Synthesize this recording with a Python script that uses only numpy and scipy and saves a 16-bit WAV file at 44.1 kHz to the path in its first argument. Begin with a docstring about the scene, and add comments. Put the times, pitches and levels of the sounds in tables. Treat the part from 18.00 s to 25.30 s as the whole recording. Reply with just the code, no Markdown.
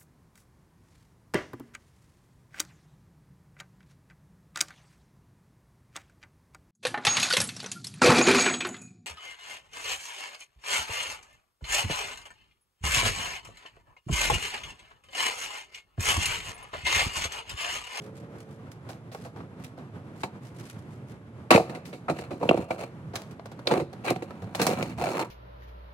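"""Bumper cover pulled off in a driveway

Far traffic rumbles and an engine pulls away: filtered noise and summed sines. Trousers rustle and shoes
scuff on grit: shaped noise grains. A plastic bumper cover cracks from its clips, knocks about and drops on
the concrete: noise bursts ring its shell. It is dragged with stick-slip noise, squeaks, twangs and wobbles.
Reflections surround the cover and the person; two spaced microphone ports pick up everything."""
import sys
import numpy as np
from scipy import signal
from scipy.fft import rfft, irfft, next_fast_len
from scipy.io import wavfile
from scipy.ndimage import uniform_filter1d

SR = 44100
rng = np.random.default_rng(int(sys.argv[2]) if len(sys.argv) > 2 else 0)


def transcribe(u):
    """Save the signal u as a 16-bit wav file named by the first command-line argument.

    u: samples, shape (n,) or (channels, n), limited to [-1, 1]; the rate is SR.
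    q: integer samples, one column per channel.
    """
    v = np.clip(np.atleast_2d(u).T, -1, 1)
    q = np.round(v * 32767).astype(np.int16)
    wavfile.write(sys.argv[1], SR, q)


N = 321997
TIME = np.arange(N) / SR  # s
THUD, CLACK, SNAP = (70, 350), (1700, 5000), (5000, 16000)  # ranges of the sound, f/Hz


def from_db(db):
    """Decibels to gain."""
    return 10 ** (np.asarray(db) / 20)


def rms_one(x):
    """Scale to rms 1."""
    return x / np.sqrt(np.mean(x ** 2) + 1e-20)


def in_time(rows):
    """Each column of a curve at every sample."""
    s, *columns = np.transpose(rows)
    return [np.interp(TIME, s, c) for c in columns]


def at_hz(points, hz):
    """Read a spectrum on a log-frequency axis."""
    f, value = np.transpose(points)
    return np.interp(np.log(hz + 1), np.log(f), value)


def drift(rate):
    """Smooth random motion of rms 1, with this many knots per second."""
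    knots = rng.standard_normal(int(N / SR * rate) + 2)
    return rms_one(np.interp(TIME * rate, np.arange(len(knots)), knots))


def add(out, s, sound):
    """Mix a sound in at a time."""
    at = int(s * SR)
    out[:, at:at + sound.shape[1]] += sound[:, :N - at]


def response(colour, edges, size=1024):
    """Minimum-phase impulse response of one range of a colour, with unit energy."""
    hz = np.fft.rfftfreq(size, 1 / SR) + 1
    slopes = np.sqrt((1 + (edges[0] / hz) ** 8) * (1 + (hz / edges[1]) ** 8))
    gain = from_db(at_hz(colour, hz)) / slopes
    # folding the cepstrum onto positive time makes the phase minimal
    cepstrum = irfft(np.log(gain + 1e-6))
    cepstrum[1:size // 2] *= 2
    cepstrum[size // 2 + 1:] = 0
    return rms_one(irfft(np.exp(rfft(cepstrum)))) / np.sqrt(size)


def tint(x, colour, edges):
    """Pass a pair of signals through one range of a colour."""
    return signal.fftconvolve(x, response(colour, edges)[None], axes=1)[:, :x.shape[1]]


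def resonance(x, hz, t60):
    """One ringing mode, gain 1 at its centre."""
    r, w = from_db(-60 / (t60 * SR)), 2 * np.pi * hz / SR
    return signal.lfilter([(1 - r * r) / 2, 0, (r * r - 1) / 2], [1, -2 * r * np.cos(w), r * r], x + 1e-18)


def contact(colour, edges, t60, rise, grain_db, spot_hz=None, size=9000):
    """Chatter that builds and dies, optionally ringing at the struck spot; the energy of 20 ms at rms 1."""
    t = TIME[:size]
    envelope = (1 - np.exp(-t / max(rise, 1e-5))) * from_db(-60 * t / max(t60, .004))
    grains = rng.standard_normal((2, size)) * from_db(grain_db * rng.standard_normal(size))
    sound = tint(grains * envelope, colour, edges)
    if spot_hz:
        sound = sound + from_db(6.0) * resonance(sound, spot_hz, t60=0.022)
    return sound / np.sqrt(np.sum(sound ** 2, axis=1, keepdims=True) / (.02 * SR))


def slips(per_s, spread_db, t60):
    """Envelope of stick and slip: catches at random moments, each dying away; rms 1."""
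    strength = from_db(spread_db * np.clip(rng.standard_normal(N), -2, 2))
    catches = (rng.random(N) < per_s / SR) * strength
    # energies add up, so the decay runs on power
    power = signal.lfilter([1], [1, -from_db(-120 / (t60 * SR))], catches ** 2 + 1e-18)
    return rms_one(np.sqrt(power))


# colour of the far rumble: f/Hz, spectrum level/dB
AIR_COLOUR = [(25, -48.5), (65, -13.5), (120, 5), (260, -5.5), (400, -9.5), (660, -16), (1500, -22),
              (2700, -32), (5000, -42.5), (12000, -48.5), (16000, -80)]
# a far engine pulls away and changes gear: t/s, firing rate f/Hz before its waver, level/dB
ENGINE_PULL = [(0, 52.64, -49), (.36, 59.4, -52.5), (.45, 54.5, -53), (.65, 56.2, -55), (.8, 58, -75)]
# its exhaust: multiple of the firing rate, relative level/dB
EXHAUST_ORDERS = [(6, -7), (8, 0), (9, -8), (10, -4)]


def town():
    """Far traffic is unevenly swelling noise; one engine is a stack of firing-rate harmonics."""
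    spectrum = from_db(at_hz(AIR_COLOUR, np.fft.rfftfreq(N, 1 / SR)))
    rumble = rms_one(irfft(rfft(rng.standard_normal((2, N))) * spectrum, N))
    firing_hz, engine_db = in_time(ENGINE_PULL)
    turn = 2 * np.pi * np.cumsum(firing_hz * (1 + 0.0097 * drift(22))) / SR
    engine = sum(from_db(db) * np.sin(k * turn) for k, db in EXHAUST_ORDERS)
    engine = from_db(engine_db) * engine * [[1], [0]]  # direct path only
    return rumble * from_db(-44.5 + 1.93 * drift(25)) + engine


# swishes of trousers and sleeves: centre t/s, level/dB
CLOTH_SWISHES = [(0.049, -56.5), (.184, -58), (0.393, -56), (.53, -61), (1.23, -58), (1.641, -53),
                 (2.207, -57), (2.462, -56.5), (2.594, -52), (2.69, -47.5), (2.79, -60), (2.934, -59),
                 (3.106, -62)]
# colour of gritty friction, shared by cloth, shoes, sand and tabs: f/Hz, spectrum level/dB
GRIT_COLOUR = [(150, 9.5), (600, 12.5), (1500, 0.5), (3000, -6), (4300, -5.5), (8000, -11), (12000, -13.5),
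               (16000, -20.5)]
SWISH_HALF_S = 0.026  # spread of a swell


def cloth():
    """Fabric brushes on fabric: dense little catches under soft swells."""
    swell = sum(from_db(db) * np.exp(-.5 * ((TIME - s) / SWISH_HALF_S) ** 2) for s, db in CLOTH_SWISHES)
    fibres = rng.standard_normal((2, N)) * slips(per_s=720, spread_db=10.0, t60=0.042) * swell
    bright = tint(fibres * from_db(-3.5), GRIT_COLOUR, (4200, 12500))
    return bright + tint(fibres * from_db(-2.0), GRIT_COLOUR, (1500, 4200))


# shoes on gritty concrete and cardboard: t/s, sole level/dB, grit level/dB, decay t60/s
SHOE_STEPS = [(0.715, -76, -58, 0.071), (0.889, -41.5, -52, 0.17), (1.116, -46.5, -53.5, 0.32),
              (1.147, -38.5, -59, 0.033), (1.249, -42, -59, 0.14), (1.361, -44.5, -67, 0.15),
              (1.403, -45.5, -82, 0.057), (1.644, -71, -53.5, 0.04), (1.775, -46.5, -67.5, 0.11),
              (3.851, -54, -52.5, 0.23), (5.135, -36, -52, 0.39), (5.155, -43, -39, 0.046),
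              (5.218, -57, -56.5, 0.019), (5.309, -70, -61.5, 0.08), (5.394, -43.5, -85, 0.032),
              (5.456, -43.5, -57.5, 0.052), (5.515, -47, -61.5, 0.062), (5.591, -44, -65, 0.045),
              (5.929, -46, -59.5, 0.055), (6.306, -42, -67, 0.044), (6.42, -43, -62.5, 0.097)]
SOLE_CRUNCH_DB, GRIT_CRUNCH_DB = -17.5, 3  # what sole and grit each lend to the crunch


def steps():
    """A sole lands and crushes grit under it: three noise bursts, from low to high."""
    out = np.zeros((2, N))
    for s, sole_db, grit_db, t60 in SHOE_STEPS:
        sole = from_db(sole_db) * contact(GRIT_COLOUR, (330, 1900), t60, rise=0.0016, grain_db=4.0)
        crushed = np.hypot(from_db(sole_db + SOLE_CRUNCH_DB), from_db(grit_db + GRIT_CRUNCH_DB))
        crunch = crushed * contact(GRIT_COLOUR, CLACK, t60, rise=0.00048, grain_db=12.5)
        grit = from_db(grit_db) * contact(GRIT_COLOUR, SNAP, t60, rise=0.02 * t60, grain_db=5.5)
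        add(out, s, sole + crunch + grit)
    return out


# a push builds over a share of its length and dies away once it stops
SLIDE_ATTACK_SHARE, SLIDE_T60_S = 0.46, 0.13


def stroke(s, length):
    """Attack, hold and release of one push."""
    t = TIME - s
    attack = np.clip(t / (SLIDE_ATTACK_SHARE * length), 0, 1)
    return attack * from_db(-60 * np.clip(t - length, 0, 1) / SLIDE_T60_S)


# the loose shell wobbles slowly: t/s, length t/s, level/dB
PANEL_WOBBLES = [(4.497, 0.14, -38.5), (5.007, 0.1, -43), (6.408, 0.058, -39.5), (6.83, 0.22, -40)]
WOBBLE_RANGE_HZ = (82, 155)


def wobbles():
    """The unsupported panel sways and pumps the air: swells of low band noise."""
    sway = sum(from_db(db) * stroke(s, length) for s, length, db in PANEL_WOBBLES)
    band = signal.butter(2, WOBBLE_RANGE_HZ, "band", fs=SR, output="sos")
    return sway * rms_one(signal.sosfilt(band, rng.standard_normal((2, N))))


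# stiff mounting tabs that twang when flicked: t/s, level/dB before a 3 dB lift, f/Hz, ring t60/s
MOUNTING_TABS = [(3.505, -22, 2820, .009), (3.539, -21, 2580, 0.027), (3.558, -13.5, 2460, 0.008),
                 (4.49, -14, 2740, 0.0074), (4.709, -29, 2320, .018), (5.671, -14.5, 4020, 0.002),
                 (6.825, -28, 2870, 0.0085)]


def tabs():
    """A tab springs free: a noise flick drives one mode; a long t60 rings, a short one only cracks."""
    out = np.zeros((2, N))
    for s, db, hz, t60 in MOUNTING_TABS:
        flick = contact(GRIT_COLOUR, (hz / 2, hz * 1.29), t60=0.026, rise=0.00031, grain_db=2.5)
        twang = resonance(flick, hz, t60)
        add(out, s, from_db(db + 3) * twang / np.abs(twang).max())
    return out


# resonances of the cover's rim: f/Hz, level/dB, ring t60/s
RIM_MODES = [(2333, -2.5, 0.045), (4175, 6, 0.025)]


def rim(force):
    """The stiff rim adds its high, steady resonances to any scraping."""
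    return force + sum(from_db(db) * resonance(force, hz, t60) for hz, db, t60 in RIM_MODES)


# the lower edge grinds over grit on the concrete: t/s, level/dB, t60/s of the jolt
EDGE_GRINDS = [(6.103, -37.5, 0.019), (6.55, -40.5, 0.083), (6.615, -28.5, 0.086), (6.666, -28, 0.065),
               (6.7, -42, 0.17)]
# colour of the plastic, shared by the cover's blows, slides, squeaks and the jolts of its grinds: f/Hz,
# spectrum level/dB
PLASTIC_COLOUR = [(50, -42), (100, 2), (190, 2), (300, 4), (420, 6), (660, 4), (900, 1), (1400, -3.5),
                  (1800, -4), (2700, -3), (3300, -15), (4000, -9.5), (5200, -23.5), (9000, -28.5),
                  (15000, -39)]


def grinds():
    """Grains of sand crack under the edge, make the rim ring and jolt the plastic."""
    out = np.zeros((2, N))
    for s, db, t60 in EDGE_GRINDS:
        ring = rim(contact(GRIT_COLOUR, (2200, 6000), t60 * 0.91, rise=0.00079, grain_db=5.5))
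        sand = contact(GRIT_COLOUR, SNAP, t60 * 1.6, rise=0.0003, grain_db=9.5)
        jolt = contact(PLASTIC_COLOUR, (120, 2800), t60, rise=0.0014, grain_db=0.0)
        add(out, s, from_db(db) * (from_db(-1.5) * sand + from_db(-4.5) * ring + from_db(2.5) * jolt))
    return out


# the slips lock into a rough squeak: t/s, length t/s, level/dB, slip rate f/Hz before its waver
EDGE_SQUEAKS = [(6.065, 0.024, -32, 775)]
SQUEAK_WAVER = 0.02  # rms share of the slip rate


def squeaks():
    """Under pressure the edge slips at a nearly even rate: a jerk per turn drives the rim."""
    out, waver = np.zeros((2, N)), 1 + SQUEAK_WAVER * drift(110)
    for s, length, db, per_s in EDGE_SQUEAKS:
        turns = np.floor(np.cumsum(per_s * waver) / SR)
        jerks = np.diff(turns, prepend=0) * from_db(4.2 * rng.standard_normal((2, N)))
        rub = rim(tint(jerks, PLASTIC_COLOUR, (1200, 5000)))
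        out += from_db(db) * stroke(s, length) ** 2 * rms_one(rub)
    return out


# the cover slides over its mounts and the ground:
# t/s, length t/s, level/dB, rasp level/dB relative to that, note of the edge f/Hz
COVER_SLIDES = [(3.66, 0.11, -44.5, -17, 444), (4.12, 0.12, -47, -3.5, 600), (4.359, 0.27, -42, -9, 480),
                (4.677, 0.075, -42.5, -12, 567), (4.772, 0.066, -40, -6, 600),
                (5.649, 0.13, -31.5, -13.5, 480), (6.037, 0.067, -32.5, -3.5, 710),
                (5.86, 0.95, -51.5, -12, 320), (6.561, 0.17, -33.5, -6.5, 345),
                (6.762, 0.046, -33, -12, 415), (6.791, 0.13, -45.5, -4.5, 310), (6.966, 0.12, -32, -7, 663),
                (7.079, 0.074, -37.5, -6.5, 560), (7.139, 0.084, -30, -9, 873)]
# how strongly and how long the edge sings, and how much less the shell flexes per octave of that note
EDGE_DB, EDGE_T60_S, FLEX_DB_PER_OCTAVE = -6, 0.025, -9.5
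HISS_DB = -5.5  # mean hiss gain on the scrape


def drag():
    """The edge catches and slips: friction noise sings at its note, shakes the shell and rasps."""
    grains = rng.standard_normal((2, N)) * slips(per_s=500, spread_db=0.0, t60=0.027)
    # single slips come unevenly, but over a few of them the pull does steady work
    work = uniform_filter1d(grains ** 2, size=1300, axis=1)
    grains = grains / np.sqrt(np.abs(work) + 1e-6)
    push, scrape, bend, edge = 0, 0, 0, 0
    for s, length, db, rasp_db, note_hz in COVER_SLIDES:
        slide = from_db(db) * stroke(s, length)
        push = push + slide
        scrape = scrape + from_db(rasp_db) * slide
        bend = bend + slide * from_db(FLEX_DB_PER_OCTAVE * np.log2(note_hz / 550))
        edge = edge + slide * rms_one(resonance(grains, note_hz, EDGE_T60_S))
    edge = from_db(EDGE_DB) * edge
    body = tint(grains * push * from_db(-2.0), PLASTIC_COLOUR, (300, 1700))
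    flex = tint(grains * bend * from_db(-5.5), PLASTIC_COLOUR, (90, 300))
    rasp = rim(tint(grains * scrape * from_db(1.4 * drift(260)), PLASTIC_COLOUR, CLACK))
    hiss = tint(grains * scrape * from_db(HISS_DB + 2 * drift(90)), PLASTIC_COLOUR, SNAP)
    return edge + body + flex + rasp + hiss


# a blow's first swing: gain, its loss per second of contact t60, and its own decay
IMPACT_DB, IMPACT_DB_PER_S, IMPACT_T60_S = 11, -250, 0.01


def impact(spot_hz, size=2000):
    """One push sets the struck spot swinging for a few cycles, on the direct path only; height 1."""
    t = TIME[:size]
    swing = np.sin(2 * np.pi * spot_hz * t) * (1 - np.exp(-t * spot_hz)) * from_db(-60 * t / IMPACT_T60_S)
    pressure = np.diff(swing, prepend=0)
    return pressure / np.abs(pressure).max() * np.array([[1], [0]])


# clips let go and the cover knocks about:
# t/s, level/dB, contact hardness level/dB, thud level/dB, struck spot f/Hz, knock t60/s
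COVER_BLOWS = [(2.233, -29, -10, -6.5, 890, 0.055), (3.506, -17, -3.5, -8, 1190, 0.043),
               (3.511, -13, -15, -8, 652, 0.034), (3.515, -19.5, -9.5, -14, 680, 0.013),
               (3.521, -16, -10, -28, 1170, 0.13), (3.539, -26.5, -4, -21, 1140, 0.12),
               (3.547, -17.5, -14, 0.5, 460, 0.031), (3.559, -16, -15, -12, 486, 0.036),
               (3.577, -17.5, -20, -14, 623, 0.023), (3.598, -28, -29, -9, 720, .018),
               (3.606, -32, -27, -1.5, 600, 0.0091), (3.695, -40.5, -7, 2, 410, 0.047),
               (3.748, -44, -2, -1, 475, 0.069), (3.927, -39.5, -7.5, -5, 506, 0.12),
               (4.082, -27.5, -20.5, -9, 1290, 0.091), (4.097, -23.5, -15.5, -5, 565, 0.054),
               (4.187, -38, -7.5, -0.5, 390, 0.04), (4.305, -33.5, -14.5, 0, 557, 0.13),
               (4.411, -32.5, -24, -6, 490, .06), (4.428, -24, -22.5, -8.5, 550, 0.067),
               (4.454, -36, -28, -1, 580, .014), (4.491, -21, -15.5, -2.5, 586, 0.017),
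               (4.511, -19, -27, -6, 576, 0.01), (4.544, -25.5, -26, -5, 450, 0.0085),
               (4.574, -31.5, -15.5, -5, 524, 0.023), (4.592, -34, -35, 5, 340, 0.0083),
               (4.705, -25, -18, -12, 640, 0.059), (5.672, -27.5, -7.5, -21, 530, 0.05),
               (5.711, -22, -15, -13, 810, 0.049), (5.717, -21.5, -17, -3.5, 410, 0.067),
               (5.738, -26, -14, -10, 513, 0.015), (5.776, -37.5, -9, 5, 330, 0.026),
               (5.798, -31, -13, -5, 475, 0.068), (5.816, -38.5, -20, 8.5, 347, 0.024),
               (6.108, -28.5, -18, 1, 580, 0.031), (6.16, -38.5, -10, 0, 770, 0.028),
               (6.222, -35, -13, -2, 442, 0.047), (6.549, -34, -4, -12, 790, 0.02),
               (6.595, -27.5, -5.5, -1, 356, 0.068), (6.69, -30, -21, -8, 396, 0.011),
               (6.709, -30, -22, -1.5, 437, 0.035), (6.732, -32, -17, -2.5, 380, 0.027),
               (6.826, -35.5, -1, 2, 514, 0.021), (7.107, -37.5, -15, -11, 480, 0.021)]
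# a hard knock reaches further above the struck spot (this far at 0 dB); a soft one stays low and woody
KNOCK_REACH_HZ = 2010
OVERTONE_RATIO = 4.34  # the clack rings at this multiple of the struck spot
SNAP_DB = -5.5  # snap relative to clack


def blows():
    """Clips snap and edges strike; short contacts are sharp, long ones build up as the plastic gives."""
    out = np.zeros((2, N))
    for s, db, hard_db, thud_db, spot_hz, t60 in COVER_BLOWS:
        rise = 0.00032 + 0.23 * t60 ** 2
        top_hz = spot_hz + KNOCK_REACH_HZ * from_db(hard_db / 2)
        thud = contact(PLASTIC_COLOUR, THUD, t60 * 2.07, rise, grain_db=4.5)
        knock = contact(PLASTIC_COLOUR, (THUD[1], top_hz), t60, rise, grain_db=4.5, spot_hz=spot_hz)
        clack = contact(PLASTIC_COLOUR, CLACK, t60 * 0.86, rise, grain_db=10.0,
                        spot_hz=spot_hz * OVERTONE_RATIO)
        snap = contact(PLASTIC_COLOUR, SNAP, t60 * 2.0, rise, grain_db=1.0)
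        low = from_db(thud_db) * thud + from_db(-1.43) * knock
        high = from_db(hard_db) * clack + from_db(hard_db + SNAP_DB) * snap
        add(out, s, from_db(db) * (low + high))
        add(out, s, from_db(db + IMPACT_DB + IMPACT_DB_PER_S * t60) * impact(spot_hz))
    return out


# modes of the plastic shell: f/Hz, level/dB before ring_db, ring t60/s
SHELL_MODES = [(168.4, -4, 0.08), (341.4, 2, 0.094), (465.3, -2, 0.23), (552, -3.5, 0.16),
               (665, -3.5, 0.19), (737.7, 2, 0.11), (917, -3.5, 0.32), (1180, -6, 0.21), (1330, -1, 0.06),
               (2610, -12, 0.07)]


def shell(force, ring_db):
    """The thin cover rings on in its modes after whatever excites it."""
    return force + sum(from_db(db + ring_db) * resonance(force, hz, t60) for hz, db, t60 in SHELL_MODES)


def driveway(x, early_db, early_t60, late_db, late_t60, dull_hz):
    """Quick reflections off the car and the ground, then a faint tail between the houses."""
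    t = TIME[:SR]
    early = rms_one(rng.standard_normal((2, SR)) * from_db(-60 * t / early_t60) * (t > .004))
    late = rms_one(rng.standard_normal((2, SR)) * from_db(-60 * t / late_t60) * (t > .03))
    echoes = (from_db(early_db) * early + from_db(late_db) * late) / np.sqrt(SR)
    echoes = signal.sosfilt(signal.butter(1, min(dull_hz, 18000), fs=SR, output="sos"), echoes)
    return x + signal.fftconvolve(x, echoes, axes=1)[:, :N]


# the two microphone ports: f/Hz, likeness, share of the full lag, left minus right level/dB
MIC_PORTS = [(103, 0.98, 0.25, -1.4), (403, 0.98, 0.71, -3), (1250, 0.62, 0.67, 0.2),
             (2300, 0.16, 1.49, 0.5), (5370, 0.091, 1.365, -1), (12500, 0.3, 0.83, -1)]


def at_ports(pair, lag_ms):
    """A direct and a scattered signal reach two microphone ports; the left one hears them first."""
    hz = np.fft.rfftfreq(next_fast_len(N + 500), 1 / SR)
    direct, scattered = rfft(pair, 2 * (len(hz) - 1))
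    alike, share, balance_db = (at_hz(np.array(MIC_PORTS)[:, [0, k]], hz) for k in (1, 2, 3))
    alike = np.clip(alike, 0, .999)
    mid, side = np.sqrt((1 + alike) / 2) * direct, np.sqrt((1 - alike) / 2) * scattered
    # each port takes half of the lag and half of the balance
    lead = np.exp(1j * np.pi * hz * share * lag_ms / 1000) * from_db(balance_db / 2)
    return irfft([(mid + side) * lead, (mid - side) / lead])[:, :N]


def scene():
    """Cover and person start to the left; the person, then the cover, move closer to the middle."""
    cover = shell(blows() + drag() + squeaks() + grinds(), ring_db=-2.5) + tabs() + wobbles()
    cover = driveway(cover, early_db=-13.0, early_t60=0.18, late_db=-25.5, late_t60=1.0, dull_hz=3860)
    person = steps() + cloth()
    person = driveway(person, early_db=-10.5, early_t60=0.26, late_db=-32.5, late_t60=.5, dull_hz=9000)
    # 0.1 s crossfades to the shorter lag
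    walked, dragged = (np.clip((TIME - s) * 10, 0, 1) for s in (4.9, 6.3))
    middle = person * walked + cover * dragged
    left = cover + person - middle + town()
    return at_ports(left, lag_ms=0.22) + at_ports(middle, lag_ms=0.15)


CUTOFF_HZ = 16200


def record(dry):
    """Peaks stop at full scale, then a steep low-pass cuts the top."""
    low_pass = signal.ellip(10, .05, 70, CUTOFF_HZ, fs=SR, output="sos")
    return signal.sosfiltfilt(low_pass, np.clip(dry, -1, 1))


dry = scene()
out = record(dry)
transcribe(out)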